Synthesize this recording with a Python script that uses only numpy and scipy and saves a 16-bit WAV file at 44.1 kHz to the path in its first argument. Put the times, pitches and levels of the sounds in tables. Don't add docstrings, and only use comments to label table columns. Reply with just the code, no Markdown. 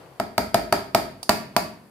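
import sys
import numpy as np
from scipy import signal
from scipy.fft import rfft, irfft
from scipy.io import wavfile
from scipy.ndimage import map_coordinates

SR = 44100
rng = np.random.default_rng(int(sys.argv[2]) if len(sys.argv) > 2 else 0)


def gain_from_db(level_db):
    decades = np.asarray(level_db, float) / 20
    return 10 ** decades


def int16_out(signal):
    q = np.round(np.clip(np.atleast_2d(signal).T, -1, 1) * 32767)
    wavfile.write(sys.argv[1], SR, q.astype(np.int16))


N = 83790


def fade(t, t60):
    return np.exp(-np.log(1000) * t / t60)


def pan(db):
    return gain_from_db([[db / 2], [-db / 2]])


def colour(x, points):
    hz = np.fft.rfftfreq(x.shape[-1], 1 / SR) + 1
    point_hz, point_db = np.transpose(points)
    gain = gain_from_db(np.interp(np.log(hz), np.log(point_hz), point_db))
    y = irfft(rfft(x) * gain, x.shape[-1])
    return y / np.sqrt(np.mean(y ** 2))


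def blend(mid, side, alike):
    alike = np.clip(alike, 0, 1)
    return np.sqrt((1 + alike) / 2) * mid + np.sqrt((1 - alike) / 2) * side * np.array([[1], [-1]])


def pair(size, alike):
    mid, side = rng.standard_normal((2, size))
    return blend(mid, side, alike)


# (frequency [Hz], level [dB per Hz])
HUM_COLOUR = [(35, -66), (75, -9), (105, -19.5), (135, -2.5), (205, -18.5), (360, -8), (800, -12),
              (16000, -50.5)]
# (time [s], level [dB])
HUM_LEVEL = [
    (0, -45),
    (.1, -49.5),
    (.6, -57),
    (1.6, -49.5),
    (1.9, -56.5),
]


def hum():
    low_pass = signal.butter(1, 900, fs=SR, output="sos")
    high_pass = signal.butter(1, 900, "high", fs=SR, output="sos")
    low = signal.sosfilt(low_pass, pair(N, .93))
    high = signal.sosfilt(high_pass, pair(N, 0.052))
    time, level_db = np.transpose(HUM_LEVEL)
    swell = gain_from_db(np.interp(np.arange(N) / SR, time, level_db))
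    return colour(low + high, HUM_COLOUR) * swell * pan(2.5)


# (frequency [Hz], level [dB])
HISS_COLOUR = [(1500, 2), (3000, -5.5), (6000, -9), (8000, -4), (10500, -1), (14500, -5.5), (16500, -7.5)]


def hiss():
    return gain_from_db(-63) * colour(pair(N, 0), HISS_COLOUR)


# (time [s], level [dB])
TICK_TIMES = [
    (.06, -55),
    (1.718, -55),
    (1.787, -56),
]


def ticks():
    tick_hz, t60_s = 2500, .012
    points = [(tick_hz / 4, -10), (tick_hz, 0), (tick_hz * 2, -20)]
    out, t = np.zeros((2, N + SR)), np.arange(SR // 10) / SR
    for s, db in TICK_TIMES:
        i = int(s * SR)
        out[:, i:i + len(t)] += gain_from_db(db) * colour(pair(len(t), 1.0), points) * fade(t, t60_s)
    return out[:, :N]


# (frequency [Hz], t60 [s], level [dB], likeness of the two ports [0-1])
ROOM = [(48.7, 0.49, -9.5, 1), (139, 0.89, -16, 0.96), (378, 0.49, -9, 0.78), (756, 0.4, -18.5, 0.29),
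        (1390, 0.43, -16, 0), (3240, 0.48, -7.5, 0.14), (6500, 0.36, -4, 0), (12340, .33, -5, 0.07)]


def echoes():
    gap_s, rise_s = 0.0013, 0.002
    t, room = np.arange(SR) / SR, np.array(ROOM)
    octaves = np.log2(np.fft.rfftfreq(SR, 1 / SR) + 1)
    noise, echo = rfft(pair(SR, 0)), 0
    for octave in np.arange(5, 14.6, .5):
        t60, db, alike = (np.interp(octave, np.log2(room[:, 0]), room[:, k]) for k in (1, 2, 3))
        window = np.cos(np.pi * np.clip(octaves - octave, -.5, .5))
        mid, side = irfft(noise * window, SR)
        even_energy = np.sqrt(2 * np.log(1000) / t60 / SR)
        echo = echo + blend(mid, side, alike) * fade(t, t60) * gain_from_db(db) * even_energy
    return echo * (1 - np.exp(-np.maximum(t - gap_s, 0) / rise_s)) * gain_from_db(10)


def kitchen(x, patterns):
    shared = .6
    turn = 2 * np.pi * rng.random()
    own = np.cos(turn) * patterns[1] + np.sin(turn) * patterns[2]
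    echo = np.sqrt(shared) * patterns[0] + np.sqrt(1 - shared) * own
    return signal.fftconvolve(x[None, :SR // 3], echo, axes=1)[:, :SR]


def ring(t, modes):
    out = np.zeros((2, len(t)))
    for k, (hz, db, t60, pan_db) in enumerate(modes):
        hz_chance, db_chance = rng.standard_normal(2)
        hz = hz * (1 + .005 * hz_chance)
        gain = gain_from_db(db + 1.2 * db_chance) * pan(pan_db)
        out += (-1) ** k * gain * np.sin(2 * np.pi * hz * t) * fade(t, t60)
    return out


# (frequency [Hz], level [dB], t60 [s], left minus right [dB])
TABLE_MODES = [(53.3, -13, 0.3, -10), (84, 0.5, 0.034, -21), (146, -4, 0.11, -0.5), (163, -8, 0.18, 6.5),
               (211.7, 7, 0.074, 2.5), (248, 3, 0.11, 4), (317, 7, 0.013, -2), (426, -5, 0.089, 15)]


def table_thud(t):
    return ring(t, TABLE_MODES) * (1 - np.exp(-t / .004))


# (frequency [Hz], level [dB], t60 [s], left minus right [dB])
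CAN_MODES = [(393, -9, 0.051, 2), (587.6, -13.5, 0.13, -2), (668, 10, 0.031, 1), (807.5, 2.5, 0.038, -2.5),
             (944, 1.5, 0.056, 1), (1076, -14, 0.12, -9.5), (1288, 4, 0.024, 0), (1652, -6, 0.018, 8),
             (1796, -23.5, 0.035, -34), (2116, -2.5, 0.0078, -19.5), (2364, -20.5, 0.012, 29),
             (715, -3.5, 0.058, 6)]
# (frequency [Hz], level [dB], t60 [s], left minus right [dB])
RIM_MODES = [(4450, -2, .014, -2), (4640, 0, .016, -2), (4850, -3, .014, -2)]


def can_and_bowl(t):
    return ring(t, CAN_MODES) + gain_from_db(-26) * ring(t, RIM_MODES)


# (frequency [Hz], level [dB], t60 [s], left minus right [dB])
TURNED_MODES = [(194.4, 10, 0.017, 2), (420, -47, 0.1, 3), (563, -13, 0.031, 2), (637, 7.5, 0.027, 1),
                (715, -5, 0.11, -5.5), (947, 7.5, 0.028, -2.5), (1164, -4, 0.058, -2.5),
                (1144, -3.5, 0.022, -8), (1393, -17, 0.09, 15), (1590, -36, 0.024, -8),
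                (2136, -45, 0.0063, -10), (568, -15, 0.063, -8), (815, -5.5, 0.071, 0)]


def turned_can(t):
    return ring(t, TURNED_MODES) * (1 - np.exp(-t / .004))


def snap(t, width_s):
    u = t / width_s - 2
    return -(u + 0.36) * np.exp(.5 - u ** 2 / 2)


def crack(t, points, t60):
    noise = colour(pair(len(t), 0.23), points) * fade(t, t60)
    impulse = (t == 0) * 1.
    click = np.roll(colour(impulse, points), 128) / np.sqrt(len(t))
    return noise, click * gain_from_db(5.5)


# (frequency [Hz], level [dB])
GRAZE_COLOUR = [(400, -36), (700, 8), (1500, -15.5), (3300, -10.5), (5000, -2), (7500, -13), (9500, -2),
                (15000, -20)]


def graze(t, patterns):
    level_db, t60_s = -26.5, 0.035
    noise, click = crack(t, GRAZE_COLOUR, t60_s)
    return gain_from_db(level_db) * noise, kitchen(gain_from_db(level_db + 2.0) * click, patterns)


# (frequency [Hz], level [dB])
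CRACK_COLOUR = [(1000, -16.5), (2300, -4.5), (3300, -9), (4650, -3), (6300, -12), (10000, -10),
                (14000, -11), (16500, -26)]


def blow(t, levels, body, snap_s, patterns):
    ring_db, snap_db, crack_db, thud_db = levels
    body = gain_from_db(ring_db) * body + gain_from_db(thud_db) * table_thud(t)
    push = gain_from_db(snap_db) * snap(t, snap_s)
    noise, click = crack(t, CRACK_COLOUR, 0.019)
    direct = body + push + gain_from_db(crack_db) * noise
    to_walls = body.mean(axis=0) + gain_from_db(-4) * push + gain_from_db(crack_db) * click
    return direct, kitchen(to_walls, patterns)


# (time [s], ring [dB], snap [dB], crack [dB], thud [dB])
QUICK_BLOWS = [
    (.199, -21, -22, -24.5, -33),
    (0.3798, -16.5, -15.5, -14.5, -26.5),
    (.544, -14, -12, -13, -25.5),
    (.7252, -13, -10.5, -13, -30.5),
    (.9476, -12, -10, -11, -26.5),
]
# (time [s], ring [dB], snap [dB], crack [dB], thud [dB])
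HEAVY_BLOWS = [
    (1.2931, -9, 0, -8.5, -31.5),
    (1.5645, -10.5, -3.5, -11.5, -54),
]


def blows():
    out, t = np.zeros((2, 2, N + SR)), np.arange(SR) / SR
    patterns = [echoes(), echoes(), echoes()]

    def place(s, sound):
        i = int(s * SR)
        out[..., i:i + SR] += sound

    for s, *levels in QUICK_BLOWS:
        place(s, blow(t, levels, can_and_bowl(t), .0001, patterns))
    place(1.2297, graze(t, patterns))
    for s, *levels in HEAVY_BLOWS:
        place(s, blow(t, levels, turned_can(t), .00014, patterns))
    return out[..., :N]


def scene():
    near, far = blows()
    near = near + ticks()
    port_lag_s = .00007
    right = map_coordinates(near[1], [np.arange(N) - port_lag_s * SR], mode="nearest")
    faint = far + hum() + hiss()
    faint_top = signal.ellip(8, .2, 60, 15400, fs=SR, output="sos")
    return np.array([near[0], right]) + signal.sosfilt(faint_top, faint)


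def roll_off(x):
    return signal.sosfilt(signal.butter(12, 16820, fs=SR, output="sos"), x)


def record(dry):
    port_hz, port_width_hz, limit = 4650, 500, 1.1
    peak = signal.lfilter(*signal.iirpeak(port_hz, port_hz / port_width_hz, fs=SR), dry)
    x = dry + (gain_from_db([[5], [6.5]]) - 1) * peak
    treble = signal.sosfilt(signal.butter(1, 11000, "high", fs=SR, output="sos"), x)
    x = x + (pan(-3) - 1) * treble
    x = signal.sosfilt(signal.butter(4, 39, "high", fs=SR, output="sos"), x)
    x = limit * np.tanh(x / limit)
    x = signal.sosfilt(signal.ellip(8, .2, 70, 16600, fs=SR, output="sos"), x)
    return roll_off(x)


dry = scene()
out = record(dry)
int16_out(out)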